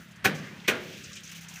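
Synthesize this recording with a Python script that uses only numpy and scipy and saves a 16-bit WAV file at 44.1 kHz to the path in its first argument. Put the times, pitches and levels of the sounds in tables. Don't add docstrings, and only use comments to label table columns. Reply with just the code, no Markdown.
import sys
import numpy as np
from scipy import signal
from scipy.io import wavfile
from scipy.ndimage import uniform_filter1d

SR = 44100
rng = np.random.default_rng(int(sys.argv[2]) if len(sys.argv) > 2 else 0)


def invert_db(x):
    u = np.asarray(x, float) / 20
    return 10 ** u


def to_wav(sig):
    pcm = np.clip(np.atleast_2d(sig), -1, 1) * 32767
    pcm = np.round(pcm).astype(np.int16)
    wavfile.write(sys.argv[1], SR, pcm.T)


N = 70560


def evened(x):
    return x / np.sqrt(np.mean(x ** 2) + 1e-20)


def read(points, hz):
    f, value = np.transpose(points)
    return np.interp(np.log(hz + 1), np.log(f + 1), value)


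def add(mix, start, sound):
    part = mix[round(start * SR):][:len(sound)]
    part += sound[:len(part)]


def grid_hz():
    return np.fft.rfftfreq(2048, 1 / SR)


def colour(x, db):
    log = np.log(invert_db(np.maximum(db, -100)))
    full = np.concatenate([log, log[-2:0:-1]])
    taps = np.fft.ifft(np.exp(full - 1j * signal.hilbert(full).imag)).real
    return signal.oaconvolve(x, taps)[:len(x)]


def ring(x, hz, width_hz):
    b, a = signal.iirpeak(hz, hz / max(width_hz, 1), fs=SR)
    return signal.lfilter(b, a, x)


def crackle(size, per_s, spread_db):
    chance, strength, sign = rng.random((3, size))
    clicks = (chance < per_s / SR) * np.sign(sign - .5)
    return evened(clicks * invert_db(-spread_db * np.log(strength * .99 + .01)))


def slow(rate_hz):
    t = np.arange(N) / SR
    rates = np.geomspace(rate_hz / 20, rate_hz, num=16)
    return evened(sum(np.sin(2 * np.pi * (f * t + rng.random())) / np.sqrt(f) for f in rates))


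# frequency in Hz, level in dB per Hz.
SLAP_COLOUR = [(70, -48), (130, -16), (500, -8), (950, -19.5), (2200, -1), (4300, -11), (8000, -23.5),
               (15000, -19.5)]
# frequency in Hz, width in Hz, level in dB.
STALK_RINGS = [(1520, 160, -3), (1950, 110, -21), (2420, 170, 3.5), (3200, 300, -18), (5780, 940, -10)]


def slap(t, rise, hold, tilt_db, bundles):
    t60, treble_hz, treble_t60 = 0.13, 6100, 0.29
    bundle_s = 0.0013
    shape = np.minimum(t / rise, 1) ** 1.02 * invert_db(-60 * np.maximum(t - rise - hold, 0) / t60)
    shape *= invert_db(sum(g * np.exp(-((t - s) / bundle_s) ** 2) for s, g in bundles))
    volley = crackle(len(t), per_s=9000, spread_db=2) + 1.24 * rng.standard_normal(len(t))
    hz = grid_hz()
    sound = evened(colour(volley, read(SLAP_COLOUR, hz) + tilt_db * np.log2(hz / 2000 + .01)))
    rings = sum(invert_db(g) * ring(volley, f, w) for f, w, g in STALK_RINGS)
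    sound += invert_db(-5) * evened(rings)
    body = signal.lfilter(*signal.butter(1, treble_hz, fs=SR), sound)
    treble = sound - body
    return shape * (body + treble * invert_db(2.5 - 60 * t / treble_t60))


def boom(t, rise, hold, drum):
    rise_cycles = 1.58
    out = np.zeros(len(t))
    for f, db, t60 in drum:
        swell = np.minimum(t / (rise + hold / 2 + rise_cycles / f), 1) ** 2
        fall = invert_db(db - 60 * np.maximum(t - rise - hold, 0) / t60)
        out += swell * fall * np.sin(2 * np.pi * (f * t + rng.random()))
    return out


# frequency in Hz, level in dB per Hz.
ECHO_COLOUR = [(60, -35), (146, -9.5), (230, -4.5), (450, -6), (897, -12), (1680, -4.5), (6510, -27),
               (15800, -54)]
# frequency in Hz, time to fall by 60 dB in seconds.
ECHO_T60 = [(100, 0.67), (300, 0.52), (700, 0.54), (1500, 0.39), (3000, 0.6), (7000, 0.31), (15000, 0.9)]


def echo(t):
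    rise_s, far_db, far_stretch, far_top_hz = 0.0087, -10.5, 2.64, 660
    noise = evened(colour(rng.standard_normal(len(t)), read(ECHO_COLOUR, grid_hz())))
    f, frames, z = signal.stft(noise, SR, nperseg=256)
    fall_db = -60 * frames / read(ECHO_T60, f)[:, None]
    far = invert_db(far_db + fall_db / far_stretch) / (1 + (f[:, None] / far_top_hz) ** 6)
    tail = signal.istft(z * (invert_db(fall_db) + far), SR, nperseg=256)[1][:len(t)]
    return np.minimum(t / rise_s, 1) * tail


# start in seconds, slap level in dB, rise in seconds, hold in seconds,
# brightness in dB per octave.
BLOWS = [
    (0.242, -27, 0.0075, 0.013, 2.5),
    (.677, -25.5, 0.0052, 0.01, 0.9),
]
# seconds after first touch, dB over the volley
BUNDLES = [
    [(.008, 1), (.0125, 6), (.0165, 4), (.023, 2.5)],
    [(.0068, 2), (.012, 1), (.017, -2)],
]
# frequency in Hz, level in dB, 60 dB fall in seconds.
DRUM_FIRST_SPOT = [(117, 6.5, 0.035), (153, -7, 0.7), (197, -1, 0.27), (290, -8, 0.11), (395.7, 0, 0.1),
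                   (381, -11.5, 0.57), (512, -4.5, 0.17), (771, 2.5, 0.07), (1100, -4.5, 0.05),
                   (1506, 3, 0.11), (1704, -2, 0.06), (1879, -10, 0.079), (2370, -15, 0.13)]
DRUM_SECOND_SPOT = [(151.2, -4, 0.11), (268, -17, 0.63), (352.6, -7.5, 0.39), (374, -8, 0.7),
                    (445, -11, 0.29), (487, -15, 0.56), (515.5, -1.5, 0.16), (600, -9.5, 0.49),
                    (651, -13.5, 0.55), (1413, -6, 0.31), (1467, -7.5, 0.33), (1601, -8, 0.4),
                    (1950, 0.5, 0.028), (2314, -1, 0.076)]
DRUM_DB = [-26.5, -27.5]
ECHO_DB = [-27.5, -27]


def blows(mix):
    t = np.arange(SR * 3 // 4) / SR
    drums = (DRUM_FIRST_SPOT, DRUM_SECOND_SPOT)
    for row, bundles, drum, drum_db, echo_db in zip(BLOWS, BUNDLES, drums, DRUM_DB, ECHO_DB):
        start, slap_db, rise, hold, tilt_db = row
        sound = invert_db(slap_db) * slap(t, rise, hold, tilt_db, bundles)
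        sound += invert_db(drum_db) * boom(t, rise, hold, drum)
        sound += invert_db(echo_db) * echo(t)
        add(mix, start, sound)


# peak time in seconds, frequency in Hz, level in dB.
HEADS = [(.25, 1530, -19.5), (.2536, 2900, -20), (.2538, 1700, -20), (.2585, 1730, -14), (.2612, 2480, -18),
         (.2645, 2330, -15.5), (.2687, 1680, -23), (.2714, 1570, -31), (.2745, 1950, -25),
         (.2772, 1650, -21), (.2901, 1690, -28), (.2957, 1720, -39), (.648, 2070, -37), (.665, 3400, -42),
         (.681, 2210, -22), (.6837, 2170, -16), (.6848, 3500, -18), (.6873, 2200, -22), (.689, 2630, -19),
         (.6901, 1560, -38), (.6941, 2280, -19), (.6982, 2450, -20), (.7015, 2880, -21), (.7048, 1760, -26),
         (.7113, 1580, -25), (.716, 1520, -30), (.7196, 1550, -23.5)]
# peak time in seconds,
# frequency in Hz, level in dB.
THUMPS = [(.282, 287, -28), (.306, 188, -36), (.339, 419, -48), (.341, 156, -36), (.363, 330, -46),
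          (.408, 175.3, -36.5), (.43, 258, -41), (.442, 128, -46.5), (.6905, 236, -37.5),
          (.698, 387, -31.5), (.705, 162, -33), (.72, 258, -33), (.726, 346, -30), (.728, 484, -45),
          (.7477, 600, -44), (.775, 480, -44), (.807, 366, -40), (.8345, 360, -51), (.892, 154, -49.5)]
# peak time in seconds, frequency in Hz, level in dB.
TICKS = [(1.0465, 6330, -43), (1.049, 5600, -47), (1.115, 6050, -46), (1.1175, 1175, -51.5),
         (1.131, 5450, -41), (1.1322, 3900, -40), (1.1322, 6230, -47), (1.162, 2400, -40),
         (1.172, 3040, -53), (1.2345, 6800, -55.5), (1.2767, 6310, -37.5), (1.3165, 5950, -45),
         (1.359, 3040, -42), (1.3624, 3100, -45), (1.4105, 5500, -44), (1.445, 2600, -47),
         (1.449, 3200, -46), (1.4855, 6320, -41), (1.4872, 6240, -39), (1.541, 5830, -45),
         (1.559, 5810, -43), (1.5614, 2570, -40), (1.5687, 2040, -50), (1.574, 1950, -47)]


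def knocks(mix):
    for table, cycles in ((HEADS, 1.553), (THUMPS, 1.673), (TICKS, 3.53)):
        for peak, hz, db in table:
            u = np.arange(0, 9 * cycles / hz, 1 / SR) * hz / cycles
            swell = u * np.exp(1 - u)
            add(mix, peak - cycles / hz, invert_db(db) * swell * np.sin(2 * np.pi * cycles * u))


# start in seconds, length in seconds, level in dB,
# first frequency in Hz, last frequency in Hz.
SWISHES = [
    (.35, 0.21, -52, 1400, 2500),
    (.3, 0.226, -56.5, 1150, 1180),
    (1.7, 0.11, -55, 1900, 2600),
]


def swishes(mix):
    width_hz = 88
    r = np.exp(-np.pi * width_hz / SR)
    for start, length, db, from_hz, to_hz in SWISHES:
        u = np.arange(0, length, 1 / SR) / length
        a, b = rng.standard_normal((2, SR // 3))
        fuzz = a + 1j * b
        for _ in range(2):
            fuzz = signal.lfilter([1 - r], [1, -r], fuzz)
        glide = np.exp(2j * np.pi * np.cumsum(from_hz + (to_hz - from_hz) * u) / SR)
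        whistle = evened((fuzz[:len(u)] * glide).real)
        add(mix, start, invert_db(db) * np.sqrt(abs(np.sin(np.pi * u))) * whistle)


# frequency in Hz, level in dB per Hz.
STRAW_COLOUR = [(1000, -55), (1350, -6), (1700, -7), (2550, 5), (4400, -4), (6260, -4.5), (10500, -24.5),
                (15000, -18)]
# time in seconds, level in dB.
STIR = [(0, -69), (.22, -83), (.33, -63), (.45, -54), (.58, -61), (.66, -57), (.8, -57), (.88, -50.5),
        (1.0, -51.5), (1.079, -54.5), (1.16, -54), (1.225, -57.5), (1.25, -54.5), (1.4, -52),
        (1.475, -55.5), (1.5, -52.5), (1.6, -59)]
# start in seconds,
# level in dB, 60 dB fall in seconds, centre frequency in Hz, rise in seconds.
SNAPS = [(0.34, -48.5, 0.26, 5600, 0.022), (0.31, -50, 0.82, 1810, 0.16), (.64, -43.5, 0.31, 2260, 0.009),
         (0.6, -49, 0.029, 3500, .002), (1.03, -43.5, 0.12, 5700, 0.014), (1.128, -45, 0.19, 5740, 0.0036),
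         (1.132, -52, 0.046, 2900, 0.0036), (1.165, -43, 0.19, 2950, 0.005),
         (1.16, -47.5, 0.17, 6300, 0.009), (1.276, -49, 0.091, 6500, 0.0008), (1.355, -49, 0.1, 2880, .006),
         (1.484, -46, 0.11, 6500, 0.0016), (1.556, -46.5, 0.099, 2100, 0.0022),
         (1.567, -48.5, 0.3, 1840, 0.0033), (1.4, -61.5, 3.9, 866, 0.088), (0.5, -57.5, 1.9, 980, 0.013),
         (.84, -66, 0.66, 920, 0.038), (0.92, -68, 4.5, 505, .06), (.08, -67, 0.53, 700, 0.014)]


def straw():
    hz, (s, stir_db) = grid_hz(), np.transpose(STIR)
    grains = crackle(N, per_s=3500, spread_db=1.1) + 1.3 * rng.standard_normal(N)
    bed = evened(colour(grains, read(STRAW_COLOUR, hz)))
    out = bed * invert_db(3.0 + np.interp(np.arange(N) / SR, s, stir_db) + 1.6 * slow(60))
    t, octaves = np.arange(14000) / SR, 0.4
    for start, db, t60, centre_hz, rise in SNAPS:
        grains = crackle(len(t), per_s=3500, spread_db=1) + 0.36 * rng.standard_normal(len(t))
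        band = evened(colour(grains, -6 * (np.log2(hz / centre_hz + .001) / octaves) ** 2))
        shape = np.minimum(t / rise, 1) * invert_db(db - 60 * np.maximum(t - rise, 0) / t60)
        add(out, start, band * shape)
    return out


# start in seconds, level in dB,
# 60 dB fall in seconds, tilt in dB per octave.
FIZZ = [(0.001, -54.5, 0.32, 4), (0.084, -59, .1, 2), (.11, -57.5, 0.094, -2), (0.158, -59, 0.1, -3),
        (0.344, -51, 0.32, 0.5), (.45, -61.5, .9, 3), (.75, -51, 0.18, 5), (0.801, -52.5, 0.88, 6),
        (0.971, -54, 0.55, 2), (1.096, -54, 0.045, -1), (1.115, -52.5, 0.12, -5), (1.154, -48.5, 0.092, -3),
        (1.18, -59, 0.071, 12), (1.206, -53, 0.045, 1), (1.234, -47.5, 0.21, -6.5),
        (1.254, -59, 0.15, -13.5), (1.292, -48, 0.086, -5), (1.314, -43.5, 0.11, 1),
        (1.347, -47.5, 0.22, 0.5), (1.362, -46.5, 0.1, 5.5), (1.385, -60, 0.097, -2),
        (1.41, -45, 0.081, 1.5), (1.431, -49, 0.12, -2), (1.485, -48, 0.13, 0.5), (1.51, -52, 0.12, 1),
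        (1.537, -46.5, 0.11, 1), (1.558, -46, 0.13, -1.5), (1.582, -50, .12, -6)]
# frequency in Hz, level in dB per Hz.
FIZZ_COLOUR = [(2000, -32), (4500, -8), (6200, 7), (8200, -4.5), (11000, -6.5), (14000, -7), (16000, 1)]


def fizz():
    hz, t, out = grid_hz(), np.arange(12000) / SR, np.zeros(N)
    rise_s, hold = 0.0008, 0.54
    for start, db, t60, tilt_db in FIZZ:
        grains = crackle(len(t), per_s=3500, spread_db=2.1) + 0.7 * rng.standard_normal(len(t))
        tilt = tilt_db * np.log2(hz / 10000 + 0.009)
        band = evened(colour(grains, read(FIZZ_COLOUR, hz) + tilt))
        add(out, start, band * np.minimum(t / rise_s, 1) * invert_db(db - 60 * (t / (hold * t60)) ** 2))
    return out


# time in seconds, level change in dB.
LULLS = [
    (1.229, 0.5),
    (1.311, -5),
    (1.344, -6),
    (1.402, -5.5),
    (1.479, -3),
]


def lull():
    t, length_s = np.arange(N) / SR, .0035
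    return invert_db(sum(db * np.exp(-((t - s) / length_s) ** 2) for s, db in LULLS))


# multiple of the base frequency, level in dB.
PUMP = [(3, -64.5), (4, -64), (5, -56), (6, -57.5), (7, -68), (8, -90)]


def pump():
    base_hz, drift, waver_db = 33.72, .0012, 3.0
    turns = np.cumsum(base_hz * (1 + drift * slow(4.6))) / SR
    out = np.zeros(N)
    for multiple, db in PUMP:
        level = np.sqrt(2) * invert_db(db + waver_db * slow(13))
        out += level * np.cos(2 * np.pi * (multiple * turns + 0.02 * slow(7.98)))
    return out


# frequency in Hz, level in dB per Hz.
HISS_COLOUR = [(60, -25.5), (100, -6), (200, -12), (280, -21.5), (550, -30), (950, -30.5), (1600, -17.5),
               (15800, -52.5)]


def field():
    hiss_db = -54.5
    shade_s, shade_span_s, shade_hz, shade_octaves, shade_db = 1.09, 0.095, 830, 0.31, -20
    f, frames, z = signal.stft(rng.standard_normal(N), SR, nperseg=1024)
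    patches = uniform_filter1d(rng.standard_normal(z.shape), size=10, axis=0)
    patches = evened(uniform_filter1d(patches, size=5, axis=1))
    gain = invert_db(read(HISS_COLOUR, f)[:, None] + 1.8 * patches)
    gain /= np.sqrt(np.mean(gain[7:] ** 2))
    time_off = (frames - shade_s) / shade_span_s
    pitch_off = np.log2(f[:, None] / shade_hz + 1e-3) / shade_octaves
    gain *= invert_db(shade_db * np.exp(-time_off ** 2 - pitch_off ** 2))
    hiss = signal.istft(z * gain, SR, nperseg=1024)[1][:N]
    return invert_db(hiss_db) * hiss * invert_db(1.1 * slow(60))


def scene():
    mix = (straw() + fizz()) * lull() + pump() + field()
    blows(mix)
    knocks(mix)
    swishes(mix)
    return mix[None]


def band_limit(x):
    return signal.sosfilt(signal.butter(12, 16460, fs=SR, output="sos"), x)


def record(dry):
    low_hz, edge_hz = 60.3, 15520
    x = signal.lfilter(*signal.butter(2, low_hz, "high", fs=SR), dry)
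    taps = signal.firwin(383, edge_hz, window=("kaiser", 4), fs=SR)
    mix = signal.oaconvolve(x, taps[None], "same")
    return band_limit(mix)


dry = scene()
out = record(dry)
to_wav(out)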